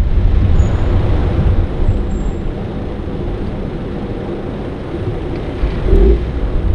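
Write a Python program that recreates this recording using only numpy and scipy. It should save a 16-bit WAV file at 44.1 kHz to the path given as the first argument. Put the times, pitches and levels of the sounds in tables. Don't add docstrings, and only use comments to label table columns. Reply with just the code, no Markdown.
import sys
import numpy as np
from scipy import signal
from scipy.io import wavfile
from scipy.ndimage import uniform_filter1d

SR = 44100
rng = np.random.default_rng(int(sys.argv[2]) if len(sys.argv) > 2 else 0)


def wrap_up_sound(samples):
    columns = np.atleast_2d(samples).T
    tamed = np.clip(columns, -1, 1)
    steps = np.round(tamed * 32767).astype(np.int16)
    wavfile.write(sys.argv[1], SR, steps)


N = 297366


def gain_of(db):
    return 10 ** (np.asarray(db) / 20)


def evened(x):
    return x / np.sqrt(np.mean(x ** 2) + 1e-20)


def smooth(x, span_s):
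    size = round(span_s * SR)
    return uniform_filter1d(uniform_filter1d(x, size), size)


def wander(span_s):
    return evened(smooth(rng.standard_normal(N), span_s))


def curves(rows):
    times, *columns = np.transpose(rows)
    return [np.interp(np.arange(N) / SR, times, column) for column in columns]


def gate(start_s, end_s, fade_s=0.0155):
    t = np.arange(N) / SR
    return np.clip(np.minimum(t - start_s, end_s - t) / fade_s, 0, 1)


def add(mix, start_s, sound):
    part = mix[round(start_s * SR):][:len(sound)]
    part += sound[:len(part)]


def resonate(x, pitch_hz, *widths_hz):
    turn = np.exp(2j * np.pi * np.cumsum(pitch_hz * np.ones(len(x))) / SR)
    for width_hz in widths_hz:
        decay = np.exp(-np.pi * width_hz / SR)
        x = 2 * (turn * signal.lfilter([1 - decay], [1, -decay], x / turn + 1e-18)).real
    return x


def ringing(rows):
    drive = rng.standard_normal(N)
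    return sum(gain_of(db) * evened(resonate(drive, hz, width, width)) for hz, width, db in rows)


def noise(spectrum, size, patchy_db):
    frames, hz = 4 * N // size + 5, np.fft.rfftfreq(size, 1 / SR)
    real, imag, patches = rng.standard_normal((frames, len(hz), 3)).T
    patches = evened(uniform_filter1d(uniform_filter1d(patches, size=8, axis=0), size=6, axis=1))
    pitch_hz, level_db = np.transpose(spectrum)
    colour_db = np.interp(np.log(hz + 1), np.log(pitch_hz + 1), level_db, left=-120, right=-120)
    spectra = (real + 1j * imag) * gain_of(colour_db[:, None] + patchy_db * patches)
    return evened(signal.istft(spectra, nperseg=size, noverlap=3 * size // 4)[1][:N])


def steadied(x, share, span_s):
    power = smooth(x ** 2, span_s)
    return evened(x / (abs(power) + 0.016) ** (share / 2))


# time_s, rumble_db, floor_boom_db, tyre_drum_db
SHAKE_LEVELS = [(0.0, -8.5, -25, -25), (0.24, -12, -17.5, -27), (0.47, -12, -20, -19),
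                (0.79, -14, -19.5, -24.5), (1.28, -15, -19.5, -22), (1.46, -17, -20, -20),
                (1.63, -20, -25, -25.5), (2.01, -16, -29.5, -26), (2.63, -27.5, -29.5, -27.5),
                (3.15, -24, -28, -28), (3.68, -24, -31.5, -27), (4.3, -30, -36, -28.5),
                (4.94, -29.5, -30, -28.5), (5.22, -25.5, -30.5, -28), (5.58, -25.5, -30.5, -27.5),
                (5.87, -18, -33, -22), (6.36, -28.5, -36.5, -26.5), (6.74, -15, -19.5, -27)]
# pitch_hz, relative_db
RUMBLE_COLOUR = [(5.9, -33), (10, -9), (27, 0), (78, -5.5), (100, -37), (170, -120)]
# start_s, length_s, first_pitch_hz, last_pitch_hz, level_db
FLOOR_NOTES = [(0.485, 0.12, 71.3, 83, -15.5), (0.896, 0.22, 86.4, 96.6, -12),
               (1.287, .35, 93, 90.7, -14.5)]
def body():
    rumble_db, boom_db, _ = curves(SHAKE_LEVELS)
    t = np.arange(N) / SR
    boom_hz = 86.8 + 5.95 * wander(0.13)
    boom_gain = gain_of(boom_db)
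    for start_s, length_s, first_hz, last_hz, level_db in FLOOR_NOTES:
        held = gate(start_s, start_s + length_s, fade_s=0.034)
        note_hz = first_hz + (last_hz - first_hz) * (t - start_s) / length_s
        boom_hz += held * (note_hz - boom_hz)
        boom_gain += held * (gain_of(level_db) - boom_gain)
    rumble = steadied(noise(RUMBLE_COLOUR, size=8192, patchy_db=-0.5), share=0.26, span_s=0.055)
    boom = evened(resonate(rng.standard_normal(N), boom_hz, 13.7, 25.0))
    return gain_of(rumble_db) * rumble + boom_gain * steadied(boom, share=0.6, span_s=0.2)


# time_s, roar_db, rush_db, clatter_db, hiss_db
DRIVING_LEVELS = [(0.0, -35, -37.5, -44.5, -71), (0.32, -29, -37.5, -40.5, -68.5),
                  (0.71, -26.5, -30, -39, -65.5), (1.11, -22.5, -30, -38, -62.5),
                  (1.57, -26, -33, -41, -65), (1.86, -25, -35.5, -43, -66), (2.23, -27.5, -37, -44.5, -68),
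                  (3.75, -27, -36.5, -43.5, -67), (4.35, -25.5, -35.5, -44, -67),
                  (4.9, -27, -34.5, -42.5, -65), (5.2, -26, -36.5, -43.5, -66),
                  (5.54, -25.5, -34, -39.5, -63), (5.82, -26, -33, -40.5, -62.5),
                  (5.99, -24.5, -33.5, -39.5, -64.5), (6.21, -28.5, -39, -40, -65.5),
                  (6.42, -27, -34.5, -43, -66.5), (6.74, -26, -35.5, -43, -65)]
# pitch_hz, relative_db
DRUM_COLOUR = [(65, -23.5), (110, -5.5), (140, -3), (162, -5), (210, -8.5), (300, -19), (390, -48),
               (660, -120)]
ROAR_COLOUR = [(140, -41.5), (230, -12.5), (345, -6), (426, -11), (494, -9.5), (646, -30), (771, -17),
               (900, -43.5), (1170, -50), (1980, -120)]
RUSH_COLOUR = [(320, -16), (550, 4.5), (603, 5.5), (652, 2.5), (779, -0.5), (910, -0.5), (1490, -5.5),
               (1860, -13.5), (3000, -24.5), (3900, -39), (6600, -120)]
# pitch_hz, width_hz, relative_db
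BODY_HOLLOWS = [(351.8, 36, -6), (492, 30, -14), (795, 88, -19.5), (270.2, 22, -10.5), (606, 16, -16)]
def tyres():
    _, _, drum_db = curves(SHAKE_LEVELS)
    roar_db, rush_db, _, _ = curves(DRIVING_LEVELS)
    roar = evened(ringing(BODY_HOLLOWS) + noise(ROAR_COLOUR, size=2048, patchy_db=0.03))
    roar = steadied(roar, share=0.15, span_s=0.019)
    drum = steadied(noise(DRUM_COLOUR, size=2048, patchy_db=0.5), share=0.077, span_s=0.032)
    rush = noise(RUSH_COLOUR, size=1024, patchy_db=1.0)
    return gain_of(drum_db) * drum + gain_of(roar_db) * roar + gain_of(rush_db) * rush


# time_s, firings_per_s
FIRING_RATE = [(0.0, 28.9), (1.97, 30), (5.24, 26.0), (5.7, 38), (6.74, 39)]
# pitch_hz, relative_db
CLATTER_COLOUR = [(760, -16), (1300, -7), (1570, -36.5), (1650, 1), (1810, -6), (2020, -3.5), (2390, -7.5),
                  (3550, -9), (3630, -10.5), (3880, -11), (4720, -21.5), (5160, -21), (5690, -26),
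                  (7800, -34.5), (10100, -69), (17200, -120)]
HISS_COLOUR = [(3820, -42), (6500, -4.5), (7710, -16.5), (8540, 4.5), (9050, 2), (9800, -5), (13100, -20.5),
               (13900, -33), (15500, -41.5)]
# pitch_hz, width_hz, relative_db
ENGINE_PARTS = [(2006, 60, -20.5), (2620, 76, -30), (3120, 60, -20.5), (3384, 54, -24), (3660, 50, -23.5),
                (4120, 93, -27.5), (5080, 90, -32.5), (5300, 120, -36.5), (6200, 200, -32.5)]
def engine():
    _, _, clatter_db, hiss_db = curves(DRIVING_LEVELS)
    firings = np.cumsum(curves(FIRING_RATE)[0]) / SR
    strength = gain_of(1.5 * rng.standard_normal(400))[firings.astype(int)]
    burst = uniform_filter1d(strength * np.exp(-(firings % 1) / 0.39), size=90)
    whine = (3753, 16, -21)
    clatter = ringing(ENGINE_PARTS + [whine]) + noise(CLATTER_COLOUR, size=512, patchy_db=0.4)
    clatter = evened((1 + 0.62 * burst) * clatter)
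    hiss = evened((1 + 0.19 * burst) * noise(HISS_COLOUR, size=256, patchy_db=1.5))
    return gain_of(clatter_db) * clatter + gain_of(hiss_db) * hiss


# start_s, level_db, pitch_hz, ring_s (time to fade by 60 dB)
LOW_THUMPS = [(0.101, -20, 41, 0.15), (0.249, -4, 26, 0.3), (0.418, -6.5, 96.5, 0.39),
              (0.593, 8, 75.4, 0.048), (0.916, -27, 88, 0.55), (0.97, -16, 45, 0.21),
              (1.119, -6, 32.2, 0.19), (1.31, -10, 33, 0.2), (1.45, -1.5, 53.8, 0.21),
              (1.57, -5, 34.4, 0.32), (1.8, -8, 27.7, 1), (1.882, -3.5, 96, 0.21), (2.151, -12, 32, 0.22),
              (2.251, -12, 38.8, 0.36), (2.45, -9, 29.8, 0.29), (3.307, -11, 38, 0.17),
              (4.27, -20.5, 343, 0.5), (4.48, -20.5, 277, 0.36), (4.935, -17.5, 341, 0.33),
              (4.997, -10, 105, 0.14), (5.06, -20.5, 358, 0.5), (5.072, -5.5, 103, 0.14),
              (5.25, -20.5, 359.5, 0.3), (5.33, -24.5, 339, 0.4), (5.628, -2.5, 50.7, 0.27),
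              (5.854, -2, 56, 0.051), (5.924, -6, 78.4, 0.35), (6.359, -9.5, 61.1, 0.16),
              (6.428, -6.5, 46.2, 0.32), (6.547, -0.5, 38, 0.089), (6.7, 1, 37, 0.064)]
def thumps():
    out, t = np.zeros(N), np.arange(SR // 4) / SR
    fade_in = 1 - np.exp(-t / 0.0035)
    fade_out = np.minimum((t[-1] - t) / .02, 1)
    for start_s, level_db, pitch_hz, ring_s in LOW_THUMPS:
        ring = gain_of(level_db - 60 * t / ring_s) * np.sin(2 * np.pi * pitch_hz * t)
        add(out, start_s, fade_in * ring * fade_out)
    return out


# start_s, rise_s, hold_s, level_db, sag_db, pitch_hz, climb_hz_per_s, tremble_hz
BRAKE_SQUEALS = [(.54, .065, .07, -43.5, -2, 6805, 100, 50), (.72, .05, .17, -58, -11, 6865, 50, 60),
                 (1.15, .1, .05, -68, -6, 6870, 350, 60), (1.68, .11, .04, -71, -6, 6850, 500, 60),
                 (1.83, .045, .15, -57, -12, 7640, 0, 80), (2.08, .038, .26, -48.5, -10, 7465, 230, 30)]
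def brakes():
    onset_db, release_db_per_s, tremble_s = -28, -700, 0.00363
    echo_db, echo_s = -8, .75
    out = np.zeros(N)
    for start_s, rise_s, hold_s, level_db, sag_db, pitch_hz, climb, tremble_hz in BRAKE_SQUEALS:
        t = np.arange(N) / SR - start_s
        shape_db = np.interp(t, [0, rise_s, rise_s + hold_s], [onset_db, 0, sag_db])
        shape_db += release_db_per_s * np.maximum(t - rise_s - hold_s, 0)
        hz = pitch_hz + climb * np.clip(t, 0, 1) + tremble_hz * np.tanh(wander(tremble_s))
        phase = 2 * np.pi * np.cumsum(hz) / SR
        whistle = np.sqrt(2) * (np.sin(phase) + gain_of(-48.5) * np.sin(2 * phase))
        flutter_db = 4 * wander(tremble_s)
        out += gain_of(level_db + shape_db + flutter_db) * (t > 0) * whistle
    tail = gain_of(-60 * np.arange(SR) / SR / echo_s) * rng.standard_normal(SR)
    echo = signal.fftconvolve(out, tail / np.linalg.norm(tail))[:N]
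    return out + gain_of(echo_db) * echo


# start_s, level_db
OVERLOAD_CLICKS = [(0.6075, -43), (5.9593, -20)]
def overload_clicks():
    out = np.zeros(N)
    for start_s, level_db in OVERLOAD_CLICKS:
        add(out, start_s, gain_of(level_db) * np.array([1, .55]))
    return out


def engine_hum():
    pitch_hz = 199.4 + 1.5 * wander(0.048)
    level_db = -31 + 2.5 * wander(0.031)
    tone = np.sqrt(2) * np.sin(2 * np.pi * np.cumsum(pitch_hz) / SR)
    return gain_of(level_db) * gate(start_s=1.9, end_s=4.66) * tone


# start_s, level_db, brightness_db_per_octave
TRIM_TICKS = [(3.466, -56, 14), (3.472, -57, 14), (4.1475, -49, 5), (4.196, -53, 10), (4.7945, -50, 5),
              (5.3562, -27, 0), (5.5827, -34, -10), (5.6166, -32.5, -6), (5.634, -35, -8),
              (5.673, -31, -2.5), (5.704, -32, -1.5), (5.709, -33, -1), (5.7508, -34, -3), (5.788, -39, -1),
              (6.5954, -44, 2), (6.678, -45, 3)]
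# pitch_hz, relative_db, ring_s (time to fade by 60 dB)
TRIM_NOTES = [(800, -11, .018), (1100, -7, .018), (1400, -5, .018), (1680, -6, .014), (1960, -3, .022),
              (2350, -3, .022), (2650, -6, .01), (2950, -2, .011), (3300, -5, .008), (3650, -5, .008),
              (4050, -5, .008), (4450, -5, .008), (4850, -7, .008), (5900, -20, .008)]
def ticks():
    rattle_count, rattle_from_s, rattle_to_s = 90, 5.57, 5.8
    middle_hz, detune, uneven_db, rise_cycles = 2000, .025, 1.2, 1.5
    chatter_db, chatter_s = -20, .06
    rattle = [(rattle_from_s + (rattle_to_s - rattle_from_s) * when, -47 + 8 * strength, -6)
              for when, strength in rng.random((rattle_count, 2))]
    note_hz, note_db, ring_s = np.transpose(TRIM_NOTES)[:, :, None]
    out, t = np.zeros(N), np.arange(SR // 10) / SR
    fade_in = 1 - np.exp(-t * note_hz / rise_cycles)
    hits = TRIM_TICKS + rattle
    chances = rng.standard_normal((len(hits), 3, len(TRIM_NOTES), 1))
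    for (start_s, level_db, brightness), (mistune, uneven, phase) in zip(hits, chances):
        start_db = level_db + note_db + brightness * np.log2(note_hz / middle_hz) + uneven_db * uneven
        tones = np.sin(2 * np.pi * (note_hz * (1 + detune * mistune) * t + phase))
        ring = (gain_of(start_db - 60 * t / ring_s) * fade_in * tones).sum(axis=0)
        chatter = gain_of(chatter_db - 60 * t / chatter_s) * rng.standard_normal(len(t))
        add(out, start_s, signal.fftconvolve(ring, (t == 0) + chatter))
    return out


# time_s, slips_per_s, shudder_db, ring_db
CLUTCH_SLIPS = [(5.845, 31, -39, -23), (5.872, 28.3, -30, -16), (5.9, 30.4, -27, -27),
                (5.925, 32, -9, -15.5), (6.01, 43, -8, -17), (6.058, 56, -9.5, -14.5),
                (6.118, 59, -8.5, -15.5), (6.14, 49, -9, -21.5), (6.165, 57, -22, -29),
                (6.194, 59, -20.5, -43), (6.31, 64, -21, -54), (6.49, 56, -31, -35)]
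# pitch_hz, width_hz, relative_db
MOUNTING_NOTES = [(349, 19, 7.5), (371.4, 18.5, 11.5), (395.7, 17, 9), (208, 47, -4)]
def clutch():
    slips_per_s, shudder_db, ring_db = curves(CLUTCH_SLIPS)
    slipping = gate(CLUTCH_SLIPS[0][0], CLUTCH_SLIPS[-1][0])
    slips = np.cumsum(slips_per_s * slipping) / SR + 0.224
    shudder = np.sqrt(2) * (np.sin(2 * np.pi * slips) + 0.067 * np.sin(4 * np.pi * slips + 1.0))
    knocks = 160 * np.diff(np.floor(slips), prepend=0)
    scrapes = np.exp(-(slips % 1) / .3) * rng.standard_normal(N)
    rubber = signal.butter(4, 600, fs=SR, output="sos")
    bites = signal.sosfilt(rubber, knocks + scrapes)
    ring = sum(gain_of(db) * resonate(bites, hz, width, 2 * width, 2 * width)
               for hz, width, db in MOUNTING_NOTES)
    ring = steadied(evened(ring), share=1.0, span_s=0.02)
    return slipping * (gain_of(shudder_db) * shudder + gain_of(ring_db) * ring)


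def scene():
    swell = gain_of(0.5 * wander(0.15))
    rolling = body() + swell * (tyres() + engine() + engine_hum())
    return (rolling + brakes() + clutch() + thumps() + overload_clicks() + ticks())[None]


def record(dry):
    knee, cutoff_hz = .8, 15700
    excess = np.maximum(abs(dry) - knee, 0)
    rounded = np.sign(dry) * (abs(dry) - excess + (1 - knee) * np.tanh(excess / (1 - knee)))
    lowpass = signal.firwin(511, cutoff_hz, window=("kaiser", 9), fs=SR)
    padded = np.pad(rounded, [(0, 0), (255, 255)], "reflect")
    return signal.oaconvolve(padded, lowpass[None], "valid")


dry = scene()
out = record(dry)
wrap_up_sound(out)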